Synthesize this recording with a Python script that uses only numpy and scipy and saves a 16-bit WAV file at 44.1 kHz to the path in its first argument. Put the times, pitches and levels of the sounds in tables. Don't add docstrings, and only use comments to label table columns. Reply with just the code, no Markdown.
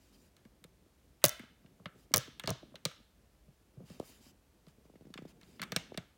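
import sys
import numpy as np
from scipy import signal
from scipy.fft import rfft, irfft
from scipy.io import wavfile
from scipy.ndimage import uniform_filter1d, map_coordinates

SR = 44100
rng = np.random.default_rng(int(sys.argv[2]) if len(sys.argv) > 2 else 0)


def persist_wave(psi):
    counts = np.round(np.clip(psi, -1, 1) * 32767).astype(np.int16)
    wavfile.write(sys.argv[1], SR, np.atleast_2d(counts).T)


def undo_db(level):
    steps = np.asarray(level, float) / 20
    return 10 ** steps


N = 272297


def unit(x):
    return x / np.sqrt(np.mean(x ** 2) + 1e-20)


def along(points, hz):
    f, v = np.transpose(points)
    return np.interp(np.log(hz + 1), np.log(f + 1), v)


def coloured(response):
    spectrum = rfft(rng.standard_normal(N))
    return unit(irfft(spectrum * response(np.fft.rfftfreq(N, 1 / SR)), N))


def wobble(rate_hz):
    knots = rng.standard_normal(int(N * rate_hz / SR) + 4)
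    return map_coordinates(knots, [np.arange(N) * rate_hz / SR])


def fading(t, t60_ms, rise_ms):
    return (1 - np.exp(-1000 * t / rise_ms)) * undo_db(-60000 * t / t60_ms)


def tone(t, hz):
    return np.sin(2 * np.pi * (hz * t + rng.random()))


def add(track, s, sound):
    part = track[int(round(s * SR)):][:len(sound)]
    part += sound[:len(part)]


# start/s, end/s, level/dB, treble/dB
RUB_STROKES = [(-.02, 0.135, -73.5, 7.5), (0.121, 0.17, -68, 10), (0.158, 0.3, -72.5, 10),
               (1.95, 2.06, -72.5, 10), (3.847, 3.993, -64, -4), (3.986, 4.211, -65, 2.5),
               (4.043, 4.126, -62.5, 26), (4.203, 4.318, -64, 5), (4.669, 4.716, -72.5, -4),
               (4.84, 4.87, -75, -7.5), (5.274, 5.325, -66, -14.5), (5.394, 5.619, -70.5, 0.5)]
# f/Hz, gain/dB
SKIN_COLOUR = [(350, -50), (600, 5.5), (1900, 1.5), (2830, 2.5), (3300, -6.5), (4840, 0.5), (10900, -10),
               (16000, -10.5)]
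# f/Hz, width/Hz, level/dB
RUBBED_PIECE = [(3130, 86, -0.5), (3680, 110, -1), (4850, 110, -6), (7160, 160, -6.5), (10900, 160, -4.5)]


def rubs():
    t, out = np.arange(N) / SR, 0
    for start, end, db, treble_db in RUB_STROKES:
        grip = [(c * rng.normal(1, .01), w, g + rng.normal(0, 2.5)) for c, w, g in RUBBED_PIECE]

        def skin(f):
            rings = sum(undo_db(g + 8.5) * w / np.hypot(2 * (f - c), w) for c, w, g in grip)
            high = (f / 9000) ** 2
            return undo_db(along(SKIN_COLOUR, f)) * (1 + rings) * (1 + undo_db(treble_db) * high / (1 + high))

        swell = np.abs(np.sin(np.pi * np.clip((t - start) / (end - start), 0, 1))) ** 0.53
        out = out + undo_db(db) * swell * coloured(skin)
    z = signal.stft(out, nperseg=256)[2]
    patches = uniform_filter1d(rng.standard_normal(z.shape), size=5, axis=0)
    patches = uniform_filter1d(patches, size=8, axis=1)
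    out = signal.istft(z * undo_db(2.1 * unit(patches)), nperseg=256)[1][:N]
    return out * undo_db(0.63 * wobble(55) + 0.55 * wobble(350))


# t/s, level/dB
HAND_LEVELS = [(0, -67), (0.299, -69.5), (1.2, -75), (1.7, -68), (2.6, -64), (3.099, -76), (3.73, -72),
               (3.8, -57), (3.88, -66.5), (4.199, -67), (4.5, -76.5), (5.2, -65.5), (5.9, -61), (6.17, -79)]
# f/Hz, gain/dB
SHUFFLE_COLOUR = [(60, -31.5), (120, -3.5), (200, 0), (400, -8), (900, -24.5), (2000, -50)]


def hand_level():
    return undo_db(np.interp(np.arange(N) / SR, *np.transpose(HAND_LEVELS)))


def hands():
    lumps = undo_db(3.5 * wobble(25))
    return hand_level() * unit(lumps * coloured(lambda f: undo_db(along(SHUFFLE_COLOUR, f))))


# f/Hz, gain/dB
FLOOR_COLOUR = [(28, -12.5), (52, 7.5), (70, 2.5), (120, -8.5), (250, -14.5), (500, -14.5), (1000, -22),
                (5000, -28.5), (12000, -32), (15800, -33.5), (16300, -49.5)]
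FLOOR_DB = -67.5


def floor():
    return undo_db(FLOOR_DB + 0.18 * wobble(2.8)) * coloured(lambda f: undo_db(along(FLOOR_COLOUR, f)))


# t/s, level/dB, body/dB, edge/dB, room/dB (lower when close to the microphone)
CONTACTS = [(0.3665, -55, -6.5, -2, 10), (0.452, -60.5, 0, -5, -4), (0.641, -46, -3.5, -0.5, -6),
            (1.218, -59.5, 3, -1, 23), (1.2407, -9.5, -11, 4.5, -1), (1.2427, -12, -6.5, -7, 3),
            (1.395, -49.5, 6, -1.5, 9.5), (1.661, -63, 4, -16, -0.5), (1.8576, -44.5, 9, -8.5, -2),
            (2.118, -55, -0.5, -5, 7), (2.1397, -8, -10.5, -3, 0), (2.397, -40.5, 4, 5, 0),
            (2.4376, -40, 2.5, -16, 6.5), (2.459, -40, -14, -13, -4.5), (2.4747, -24, -7.5, -9, 7),
            (2.4928, -33, -2.5, -4, -7), (2.5, -46, 3, -4, -2), (2.756, -41, -1, -10.5, 0),
            (2.8531, -17, -12, -6, -0.5), (2.914, -54.5, 7, -2.5, 3), (3.8995, -47.5, -16.5, -13.5, -3),
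            (3.9979, -45, -7.5, -3, 4), (4.6677, -58, -5.5, -12.5, -0.5), (4.683, -56.5, -5, -2, 0.5),
            (4.956, -69, 8.5, -3.5, -3), (5.052, -75, 9, -6, -1), (5.14, -40, -3.5, -8, 1.5),
            (5.1767, -45.5, 8, -13, -2), (5.413, -55, 1.5, -3.5, 1), (5.432, -56, 1.5, -8, -2),
            (5.596, -51.5, 12.5, -17, 1), (5.6177, -31.5, -3, -1, -2), (5.6278, -34.5, 2, -18, -10),
            (5.6348, -36.5, 0.5, -0.5, 3.5), (5.7204, -28, -2.5, -5, 1), (5.763, -19, -7, -4.5, 0.5),
            (5.9438, -49, 2.5, -17, -1), (5.975, -28.5, -3.5, -10, -0.5)]
# low/Hz, high/Hz (capped at 0.45 SR), share of CRACK_T60_MS
CRACK_REGIONS = [(700, 2810, 1.8), (2780, 7000, 0.73), (6550, 34000, 0.53)]
# f/Hz, width/Hz, level/dB
PIECE_MODES = [(1295, 110, 4.5), (1696, 150, 3.5), (2180, 200, 4), (2960, 260, 1), (3669, 580, 6.5),
               (4170, 160, 7), (4500, 710, 0.5), (5650, 260, -1.5), (8300, 660, 4)]
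CRACK_T60_MS = 23
SNAP_DB, RING_IN_ROOM_DB = -9.5, -7


def clicks():
    out, spread, t = np.zeros(N), np.zeros(N), np.arange(4096) / SR
    f = np.fft.rfftfreq(len(t), 1 / SR)

    def mode(c, w, db):
        return undo_db(db) * 1j * f * w / (c * c - f * f + 1j * f * w)

    bands = [signal.butter(3, [lo, min(hi, .45 * SR)], "band", fs=SR, output="sos")
             for lo, hi, _ in CRACK_REGIONS]
    for s, db, body_db, edge_db, room_db in CONTACTS:
        rings = sum(mode(c * rng.normal(1, 0.022), w, g + rng.normal(0, 2.5)) for c, w, g in PIECE_MODES)
        noise = irfft(rfft(rng.standard_normal((len(CRACK_REGIONS), len(t)))) * (1 + rings))
        snap, pulse = irfft(1 + rings), irfft(1 + undo_db(RING_IN_ROOM_DB) * rings)
        region_dbs = (body_db, 0, edge_db)
        for band, grit, region_db, (_, _, share) in zip(bands, noise, region_dbs, CRACK_REGIONS):
            crack = unit(signal.sosfilt(band, grit)) * fading(t, share * CRACK_T60_MS, rise_ms=0.16)
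            crack = undo_db(db + region_db - 4.0) * crack
            size = np.linalg.norm(crack)
            first = signal.sosfilt(band, snap)
            bare = signal.sosfilt(band, pulse)
            crack = crack + undo_db(SNAP_DB) * first * size / np.linalg.norm(first)
            add(out, s - .0003, crack)
            add(out, s + 0.0055, undo_db(-18.5) * crack)
            add(spread, s, undo_db(room_db) * bare * size / np.linalg.norm(bare))
    return out, spread


# f/Hz, t60/s
ROOM_T60 = [(300, 0.14), (1500, 0.43), (3500, 0.52), (5200, 0.45), (7000, 0.32), (9500, 0.33),
            (15000, 0.32)]
# f/Hz, gain/dB
TAIL_COLOUR = [(500, -2.5), (900, -3), (1500, 2.7), (2400, -2.5), (3400, 0.1), (4500, -5.5), (6500, -1.5),
               (10000, -8.5), (15000, -11)]


def room(x):
    out, step = np.zeros(N + SR), 4096
    for start in range(0, N, step):
        hz, t, z = signal.stft(rng.standard_normal(SR // 2), SR, nperseg=256)
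        decay_db = along(TAIL_COLOUR, hz)[:, None] - 60 * t / along(ROOM_T60, hz)[:, None]
        tail = signal.istft(z * undo_db(decay_db), SR, nperseg=256)[1]
        answer = signal.fftconvolve(x[start:start + step], tail / np.linalg.norm(tail))
        add(out, start / SR + .006, answer)
    return out[:N]


# f/Hz, level/dB, t60/ms
HOLLOW_MODES = [(335, -3.5, 12), (491, -4.5, 25.6), (614, -3, 24), (800, -9, 7.7), (1153, -2.5, 7.8)]
# f/Hz, level/dB, t60/ms
TABLE_MODES = [(92, -1, 54), (132, 5, 67)]
SWING_CYCLES = 8.3


def knock(rows):
    out, t = np.zeros(N), np.arange(8192) / SR
    for s, db, hz, hollow_db in rows:
        cycles = hz * (t + 0.65 * 0.0037 * (1 - np.exp(-t / 0.0019)))
        swing = np.sin(2 * np.pi * cycles) * fading(t, 1000 * SWING_CYCLES / hz, rise_ms=750 / hz)
        add(out, s - .005 + 0.082 / np.sqrt(hz), undo_db(db + 8.0) * swing)
        for modes, part_db, rise_ms in ((HOLLOW_MODES, hollow_db + 4.5, 1.2), (TABLE_MODES, -6, 8)):
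            for mode_hz, mode_db, t60_ms in modes:
                ring = tone(t, mode_hz * rng.normal(1, 0.044)) * fading(t, t60_ms, rise_ms)
                travel_s = 0.098 / np.sqrt(mode_hz)
                level_db = db + part_db + mode_db + rng.normal(0, 2.6)
                add(out, s - .005 + travel_s, undo_db(level_db) * ring)
    return out


# t/s, level/dB, settled pitch f/Hz, hollow/dB
SINGLE_KNOCKS = [(0.454, -48, 208, -4.5), (0.647, -52, 170, 1), (1.242, -32, 148, 16.5),
                 (1.252, -27, 124, 2), (1.398, -41.5, 212, -9), (1.434, -48, 223, -5.5),
                 (1.647, -52.5, 171, -3.5), (1.801, -49, 171.7, -3), (1.86, -38.5, 162, -1),
                 (1.959, -53.5, 231, -18), (2.111, -42.5, 241, -11), (2.14, -30.5, 164.6, 8),
                 (2.28, -45, 243, -3), (2.441, -40, 148, 0.5), (2.478, -39, 326, 17.5),
                 (2.631, -45.5, 270, -3.5), (2.722, -50.5, 224, -6.5), (2.744, -51.5, 171, 6.5),
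                 (2.856, -33.5, 155.7, 1), (3.483, -52.5, 139, -12), (3.773, -44.5, 129.2, -13),
                 (3.805, -44, 179.3, -9.5), (3.832, -49, 159.5, -13.5), (3.903, -40.5, 170, -11),
                 (4.013, -51, 232, 6), (4.028, -53.5, 196, 6), (4.265, -52, 216.3, -8),
                 (4.671, -46.5, 160.5, -9.5), (5.429, -53, 188.3, -9), (5.601, -43, 189, -6.5),
                 (5.618, -40.5, 179, -9), (5.723, -38, 167, 3), (5.764, -32.5, 159, 4.5),
                 (5.978, -34.5, 169, 1)]


def thuds():
    return knock(SINGLE_KNOCKS)


FUMBLES, FUMBLE_DB, FUMBLE_SCATTER_DB, FUMBLE_HZ, FUMBLE_HOLLOW_DB = 14, -59, 2, 205, -12.5


def fumbles():
    busy = np.cumsum(hand_level())
    rows = []
    for _ in range(FUMBLES):
        s = np.searchsorted(busy, rng.random() * busy[-1]) / SR + 0.0099
        db = FUMBLE_DB + FUMBLE_SCATTER_DB * rng.standard_normal()
        hz = FUMBLE_HZ * np.exp(0.15 * rng.standard_normal())
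        rows.append((s, db, hz, FUMBLE_HOLLOW_DB))
    return knock(rows)


# t/s, level/dB
WALL_HUMS = [(1.245, -47), (1.861, -65), (2.144, -53), (2.856, -63)]
WALL_HZ, WALL_T60_MS = 1335, 450


def wall():
    out, t = np.zeros(N), np.arange(SR // 2) / SR
    for s, db in WALL_HUMS:
        add(out, s, undo_db(db) * tone(t, WALL_HZ) * fading(t, WALL_T60_MS, rise_ms=3.7))
    return out * undo_db(3 * wobble(60))


# t/s, level/dB, edge/dB, lowest mode f/Hz
BOUNCES = [(1.253, -19, 9.5, 4900), (1.2609, -21.5, 3.5, 6300), (1.2836, -28, 2, 6500),
           (1.2935, -26.5, 2.5, 6000), (2.1616, -22, 6.5, 6000), (2.1707, -21.5, 5.5, 5800),
           (2.1802, -23.5, 3.5, 6000), (2.5047, -28, -1, 6000)]
# f/Hz, level/dB, t60/ms
PART_MODES = [(8450, -9, 1.5), (10500, -4.5, 2.4), (13320, -5.5, 1.3), (15280, -3.5, 2.2)]
LOWEST_DB, LOWEST_T60_MS = 1, 3.2


def ticks():
    out, t = np.zeros(N), np.arange(1024) / SR
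    for s, db, edge_db, lowest_hz in BOUNCES:
        modes = [(hz * rng.normal(1, 0.046), mode_db + edge_db, t60_ms) for hz, mode_db, t60_ms in PART_MODES]
        modes.append((lowest_hz, LOWEST_DB, LOWEST_T60_MS))
        for hz, mode_db, t60_ms in modes:
            ring = tone(t, hz) * fading(t, t60_ms, rise_ms=0.056)
            add(out, s - .0003, undo_db(db + mode_db + 7.0) * ring)
    return out


# first knock t/s, level/dB, number of knocks
ROCKINGS = [(2.152, -32, 3), (2.49, -32, 3)]
ROCK_GAP_S, ROCK_HZ, ROCK_HOLLOW_DB = .0105, 127.47, 4


def rocks():
    return knock([(s + k * ROCK_GAP_S, db, ROCK_HZ, ROCK_HOLLOW_DB)
                  for s, db, count in ROCKINGS for k in range(int(count))])


# t/s, level/dB
THIN_BRUSHES = [(2.46, -61), (2.5, -58)]
# f/Hz, level/dB, t60/ms
THIN_MODES = [(3850, 0, 520), (4030, -5, 300), (4200, -9, 220)]


def thin_part():
    out, t = np.zeros(N), np.arange(SR // 2) / SR
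    for s, db in THIN_BRUSHES:
        for hz, mode_db, t60_ms in THIN_MODES:
            add(out, s, undo_db(db + mode_db) * tone(t, hz) * fading(t, t60_ms, rise_ms=1.3))
    return out * undo_db(3 * wobble(110))


# t/s, level/dB, starting pitch f/Hz
BODY_TAPS = [(3.9997, -27.5, 1017), (5.92, -37.5, 1013), (5.9468, -42.5, 920)]
TAP_SAG_S, TAP_PEAK_S = .0031, .0024


def taps():
    out, t = np.zeros(N), np.arange(2048) / SR
    swell = (t / TAP_PEAK_S * np.exp(1 - t / TAP_PEAK_S)) ** 2
    for s, db, hz in BODY_TAPS:
        cycles = hz * TAP_SAG_S * (1 - np.exp(-t / TAP_SAG_S))
        add(out, s, undo_db(db) * swell * np.sin(2 * np.pi * cycles))
    return out


# t/s, level/dB
BASE_SLIPS = [(4.783, -56.5), (4.854, -55.5), (4.899, -52), (4.939, -54), (4.956, -49), (5.010, -48),
              (5.021, -52.5), (5.054, -49), (5.07, -47), (5.104, -45.5), (5.157, -44), (5.189, -40.5),
              (5.222, -41), (5.253, -40)]
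SLIP_START_HZ, SLIP_END_HZ, SLIP_SAG_S = 735, 144.8, 0.0026
SLIP_T60_MS, SLIP_GRIT_DB = 57, -18.5


def slips():
    out, t = np.zeros(N), np.arange(4096) / SR
    for s, db in BASE_SLIPS:
        start_hz = SLIP_START_HZ * np.exp(rng.normal(0, 0.19))
        end_hz = SLIP_END_HZ * rng.normal(1, 0.16)
        cycles = end_hz * t + (start_hz - end_hz) * SLIP_SAG_S * (1 - np.exp(-t / SLIP_SAG_S))
        jolt = -np.sin(2 * np.pi * cycles) * fading(t, SLIP_T60_MS, rise_ms=1.36)
        grit = uniform_filter1d(rng.standard_normal(len(t)), size=4) * fading(t, 40, rise_ms=0.73)
        add(out, s - .001, undo_db(db + 3.5) * (jolt + undo_db(SLIP_GRIT_DB) * grit))
    return out


def scene():
    background = rubs() + hands() + floor()
    cracks, spread = clicks()
    dull = thuds() + fumbles() + rocks()
    bounces = ticks() + thin_part()
    wet = undo_db(-17.0) * room(spread + .5 * bounces + 1.2 * dull)
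    return (background + cracks + dull + bounces + wet + wall() + taps() + slips())[None]


def top_cut(x):
    return signal.sosfilt(signal.butter(12, 17340, fs=SR, output="sos"), x)


def record(dry):
    bass_cut = signal.sosfilt(signal.butter(2, 45, "high", fs=SR, output="sos"), dry)
    limited = signal.sosfilt(signal.cheby2(12, 70, 17500, fs=SR, output="sos"), bass_cut)
    return top_cut(limited)


dry = scene()
out = record(dry)
persist_wave(out)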